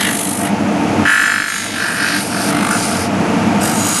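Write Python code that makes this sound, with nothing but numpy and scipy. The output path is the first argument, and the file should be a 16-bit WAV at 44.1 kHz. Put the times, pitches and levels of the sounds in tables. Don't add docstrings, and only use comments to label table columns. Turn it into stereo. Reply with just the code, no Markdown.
import sys
import numpy as np
from scipy import signal
from scipy.fft import rfft, irfft, next_fast_len
from scipy.io import wavfile
from scipy.ndimage import uniform_filter1d, minimum_filter1d, map_coordinates

SR = 44100
rng = np.random.default_rng(int(sys.argv[2]) if len(sys.argv) > 2 else 0)


def digitize_waveform(pressure):
    field = np.atleast_2d(pressure).T
    bounded = np.clip(field, -1, 1)
    quanta = np.round(bounded * 32767).astype(np.int16)
    wavfile.write(sys.argv[1], SR, quanta)


N = 176400
TIME_S = np.arange(N) / SR
TURN_HZ = 49.65

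# frequency_hz, correlation
GRINDING_COHERENCE = [(300, 0.36), (1600, .95), (2600, 0.38), (4100, 0.79), (5500, 0.0042), (6900, 0.43),
                      (8200, -0.32), (9500, 0.3), (11000, 0.037)]


def grinding():
    # start_s, end_s, attack_s, release_s, bite_db, ring_hz,
    # sharpness, chatter_share, repeat_share, scrape_hz, peak_hz, peak_db, throb_db, reflection_gain,
    # pan_db, left_lag_s
    holds = [(-.05, .485, .01, .03, 0, 1870, 0.54, 0, 0.34, 3780, 10700, 8.5, 5, 0.23, -2.5, 0),
             (1.052, 1.477, .003, 0.23, 2, 1648, 0.99, 0.82, 0.61, 4200, 7100, 8, 0.3, 0.63, 0, .00011),
             (1.508, 1.767, 0.08, 0.094, -3, 1660, 0.6, 0.58, 0.47, 3950, 6470, 13, 1, 0, -4, .00012),
             (1.78, 2.224, 0.069, 0.03, -3, 1667, 0.93, 0.26, 0.27, 4360, 10900, 7, 1.5, 0.1, -3, .00013),
             (2.23, 2.505, 0.045, 0.016, 0, 1550, 0.88, 0.3, 0, 4670, 10200, 6, 0, 0, -2.5, .00013),
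             (2.505, 2.713, 0.033, 0.0068, -2, 1420, 0.79, 0.43, 0.42, 3660, 9900, 1, 5.5, 0.26, -1.5, .00012),
             (2.71, 3.065, .003, 0.037, 3, 1490, 0.82, 0.05, 0.04, 4570, 9400, 4, 1, 0.2, -3, .00012),
             (3.604, 3.742, 0.01, 0.14, 4, 1490, 0.72, 0.2, 0.26, 5160, 8400, 0, 3.5, 0.36, -1.5, -.00004),
             (3.765, 4.044, 0.042, .01, -4, 1380, 0.52, 0.14, 0.38, 5000, 6730, 10, -1, 0.4, -2.5, -.00002)]
    # time_s, rasp_db, scrape_db, hiss_db
    strength = [(0.0, -23, -25, -24), (0.07, -17.5, -46, -25.5), (0.15, -30, -39.5, -21.5),
                (0.32, -53.5, -37.5, -23.5), (0.46, -25.5, -64, -28), (0.51, -35, -42, -38),
                (1.02, -24, -36, -43), (1.06, -15, -29, -33.5), (1.11, -13, -27.5, -25.5),
                (1.4, -21, -26.5, -31.5), (1.65, -31, -29.5, -29), (1.69, -37, -30.5, -34.5),
                (1.83, -18.5, -26.5, -34), (1.92, -23.5, -32, -31), (2.06, -20, -25, -32),
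                (2.18, -22.5, -24, -30), (2.26, -44, -32.5, -31.5), (2.34, -25.5, -30, -33),
                (2.47, -28, -27, -28.5), (2.56, -23.5, -29, -34), (2.73, -21.5, -31.5, -28.5),
                (2.82, -32, -27.5, -26), (3.02, -27, -29, -31), (3.09, -44, -33, -37),
                (3.52, -30, -37, -43), (3.6, -35, -38.5, -41), (3.63, -32, -33, -25),
                (4.0, -23.5, -30.5, -23.5)]
    rasp_db, scrape_db, hiss_db = curves(strength)
    bite_decay_s, throb_crest_turns = 0.054, 0.59
    blows = chatter()
    swell = np.cos(2 * np.pi * (TURN_HZ * TIME_S - throb_crest_turns))
    fine_grit = stereo(patchy(grit(repeat_share=0.24), depth_db=3), GRINDING_COHERENCE)
    sole, abrasive, to_hood = np.zeros((3, 2, N))
    for (start_s, end_s, attack_s, release_s, bite_db, ring_hz, sharpness, chatter_share, repeat_share,
         scrape_hz, peak_hz, peak_db, throb_db, reflection_gain, pan_db, left_lag_s) in holds:
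        ramp = np.minimum((TIME_S - start_s) / attack_s, (end_s - TIME_S) / release_s)
        bite = amp(bite_db * np.exp(-np.abs(TIME_S - start_s) / bite_decay_s))
        touch = np.sqrt(np.clip(ramp + .5, 0, 1)) * bite
        throb = unit(amp(throb_db * swell))
        coarse_grit = throb * grit(repeat_share)
        force = blend(blows, coarse_grit, chatter_share)
        sole += touch * sole_resonance(force, ring_hz, sharpness)
        scrape = amp(scrape_db + 6.5) * abrasive_scrape(coarse_grit, scrape_hz)
        hiss = amp(hiss_db + 5) * abrasive_hiss(throb * fine_grit, peak_hz, peak_db)
        rub = touch * pan(pan_db) * arriving(scrape + hiss, left_lag_s)
        direct = rub / np.hypot(1, reflection_gain)
        abrasive += direct
        to_hood += reflection_gain * direct
    rasp = stereo(amp(rasp_db + 2) * sole, GRINDING_COHERENCE)
    return arriving(rasp, left_lag_s=.00004) + abrasive + hood_reflection(to_hood)


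def chatter():
    # place_turns, light_touch_db, hard_press_db
    spots = [(.283, -17, -3), (.432, -19, -1), (.565, 0, 0), (.748, -12, -6), (.795, -5, -6)]
    # time_s, pressure_fraction
    pressure = [(1.1, 0.84), (1.3, 0.7), (1.42, 0), (1.65, 0.5), (1.85, 1), (2.2, 1), (2.5, 0)]
    jitter_s, scatter_db = .00002, 0.25
    place, light_db, hard_db = np.transpose(spots)
    turns = np.arange(int(N / SR * TURN_HZ))[:, None]
    jitter, scatter = rng.standard_normal((2, len(turns), len(spots)))
    strike_s = (turns + place) / TURN_HZ + jitter_s * jitter
    press = np.clip(np.interp(strike_s, *np.transpose(pressure)), 0, 1)
    force = amp(light_db + press * (hard_db - light_db))
    force = force / np.linalg.norm(force, axis=1, keepdims=True) * amp(-scatter_db * scatter)
    centres = strike_s[..., None] * SR
    taps = centres.astype(int) + np.arange(-8, 8)
    pulses = force[..., None] * np.sinc(taps - centres)
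    blows = np.bincount(np.clip(taps, 0, N).ravel(), pulses.ravel(), N)[:N]
    return unit(np.array([blows, np.zeros(N)]))


def grit(repeat_share):
    def grains(count, spread_db=4):
        noise = rng.standard_normal((2, count))
        sizes = np.repeat(rng.standard_normal(count // 12 + 1), 12)[:count]
        return unit(noise * amp(spread_db * sizes))

    period = round(SR / TURN_HZ)
    repeating = grains(period)[:, np.arange(N) % period]
    return blend(repeating, grains(N), repeat_share)


def sole_resonance(force, ring_hz, sharpness):
    # ratio_to_ring, gain_db
    response = [(.03, -72), (.25, -32), (.5, -24.5), (.575, -13.5), (.65, -14.5), (.76, -8.5), (.86, -0.5),
                (1.05, 3), (1.15, -3.5), (1.27, -14.5), (1.55, -10.5), (1.87, -15), (2.1, -24), (4, -44.5)]
    return unit(ringing(force, np.array(response) * [1, sharpness], ring_hz))


def abrasive_scrape(grains, scrape_hz):
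    # ratio_to_scrape, level_db
    spectrum = [(.02, -9), (.2, -19.5), (.5, 6.5), (.62, 2), (.8, 2.5), (1, 6.5), (1.2, 2.5), (1.45, -4.5),
                (2.2, -21)]
    return unit(ringing(stereo(grains, GRINDING_COHERENCE), spectrum, scrape_hz))


def abrasive_hiss(grains, peak_hz, peak_db):
    # frequency_hz, level_db
    spectrum = [(2000, -34), (4500, -18), (6800, -2.5), (7700, -3), (8700, 1.5), (9700, 0), (11000, -4),
                (12000, -5.5), (12900, -26)]
    relative_half_width = 0.063

    def response(hz):
        detuning = (hz / peak_hz - 1) / relative_half_width
        return amp(along(spectrum, hz) + peak_db / (1 + detuning ** 2))

    return unit(filtered(grains, response))


def hood_reflection(x, delay_s=0.000992, drift_fraction=0.028):
    departure = np.arange(N) - SR * delay_s * (1 + drift_fraction * wobble(3.13))
    return np.array([np.interp(departure, np.arange(N), side) for side in x])


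def hood_reverberation(x, t60_s=0.14, onset_s=.002):
    t = np.arange(SR // 4) / SR
    tail = rng.standard_normal((2, len(t))) * amp(-60 * t / t60_s) * (t > onset_s)
    return signal.fftconvolve(x, tail / np.linalg.norm(tail[0]), axes=1)[:, :N]


def drone():
    # time_s, gain_db
    strength = [(0, -21), (.37, -21.5), (.45, -17.5), (.7, -16.5), (1.045, -14), (1.075, -25),
                (1.17, -29.5), (1.28, -27), (1.55, -33.5), (1.7, -26), (2.2, -22), (2.47, -18), (2.57, -16),
                (2.68, -18), (3.05, -17.5), (3.25, -14), (3.6, -14), (3.9, -18), (4, -25.5)]
    # frequency_hz, level_db
    air_spectrum = [(25, -39), (40, -41), (62, -26.5), (80, -22), (100, -10), (145, -10), (200, 0),
                    (235, -0.5), (260, -7.5), (305, -3), (400, -16.5), (465, -8.5), (520, -15), (700, -8),
                    (780, -13), (890, -10.5), (1030, -20), (1230, -14), (1700, -21), (2600, -20.5),
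                    (3500, -28), (7400, -35.5), (11000, -38.5), (12800, -55.5)]
    # frequency_hz, correlation
    air_coherence = [(60, 0.96), (150, 1), (300, 0.83), (800, 0.63), (1400, 0.38), (2300, 0.19),
                     (4000, -0.46), (6400, 0.6), (8000, -0.3), (12000, 0.17)]
    # pitch_hz, level_db
    partials = [(98, -19.5), (196, -13.5), (290.5, -13.5), (462, -24.5), (695, -19), (904, -19.5)]
    waver_db, wander_rad = 5, 0.73
    flow = filtered(rng.standard_normal((2, N)), lambda hz: amp(along(air_spectrum, hz)))
    air = amp(0.5) * unit(stereo(flow, air_coherence))
    tones = np.zeros(N)
    for pitch_hz, level_db in partials:
        amplitude = np.sqrt(2) * amp(level_db + waver_db * wobble(12))
        tones += amplitude * np.sin(2 * np.pi * pitch_hz * TIME_S + wander_rad * wobble(14))
    return amp(curves(strength)[0]) * (air + tones) * pan(db=-0.86)


def amp(db):
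    return 10 ** (np.asarray(db) / 20)


def unit(x):
    return x / np.sqrt(np.mean(x ** 2) + 1e-20)


def along(points, hz):
    frequencies, values = np.transpose(points)
    return np.interp(np.log(hz + 1e-9), np.log(frequencies), values)


def curves(rows):
    times, *columns = np.transpose(rows)
    return [np.interp(TIME_S, times, column) for column in columns]


def wobble(rate_hz):
    knots = rng.standard_normal(int(N * rate_hz / SR) + 4)
    return map_coordinates(knots, [TIME_S * rate_hz])


def filtered(x, response):
    size = next_fast_len(N + 8192)
    return irfft(rfft(x, size) * response(np.fft.rfftfreq(size, 1 / SR)), size)[..., :N]


def ringing(x, shape, hz, size=4096):
    magnitude = amp(along(shape, np.fft.rfftfreq(size, 1 / SR) / hz))
    cepstrum = irfft(np.log(magnitude))
    cepstrum[1:size // 2] *= 2
    cepstrum[size // 2 + 1:] = 0
    impulse_response = irfft(np.exp(rfft(cepstrum)))
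    return signal.oaconvolve(x, impulse_response[None], axes=1)[:, :N]


def patchy(x, depth_db, bins=4, frames=60):
    spectra = signal.stft(x, nperseg=512)[2]
    field = uniform_filter1d(rng.standard_normal(spectra.shape), bins, axis=1)
    field = uniform_filter1d(field, frames, axis=2)
    return signal.istft(spectra * amp(depth_db * unit(field)))[1][:, :N]


def blend(a, b, share):
    share = np.clip(share, 0, 1)
    return np.sqrt(share) * a + np.sqrt(1 - share) * b


def stereo(pair, coherence):
    def weights(hz):
        angle = np.arccos(np.clip(along(coherence, hz), -1, 1)) / 2
        return np.array([np.cos(angle), np.sin(angle)])

    mid, side = filtered(pair, weights)
    return np.array([mid + side, mid - side])


def pan(db):
    return amp([[db / 2], [-db / 2]])


def arriving(x, left_lag_s):
    return filtered(x, lambda hz: np.exp(1j * np.pi * hz * left_lag_s * np.array([[-1], [1]])))


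def scene():
    work = grinding()
    return work + amp(-10.5) * hood_reverberation(work) + drone()


def record(dry, ceiling=.95, hold_s=.004, top_hz=13000):
    hold = round(hold_s * SR)
    needed = ceiling / np.maximum(np.abs(dry).max(axis=0), ceiling)
    gain = uniform_filter1d(minimum_filter1d(needed, hold), hold)
    return filtered(dry * gain, lambda hz: hz < top_hz)


dry = scene()
out = record(dry)
digitize_waveform(out)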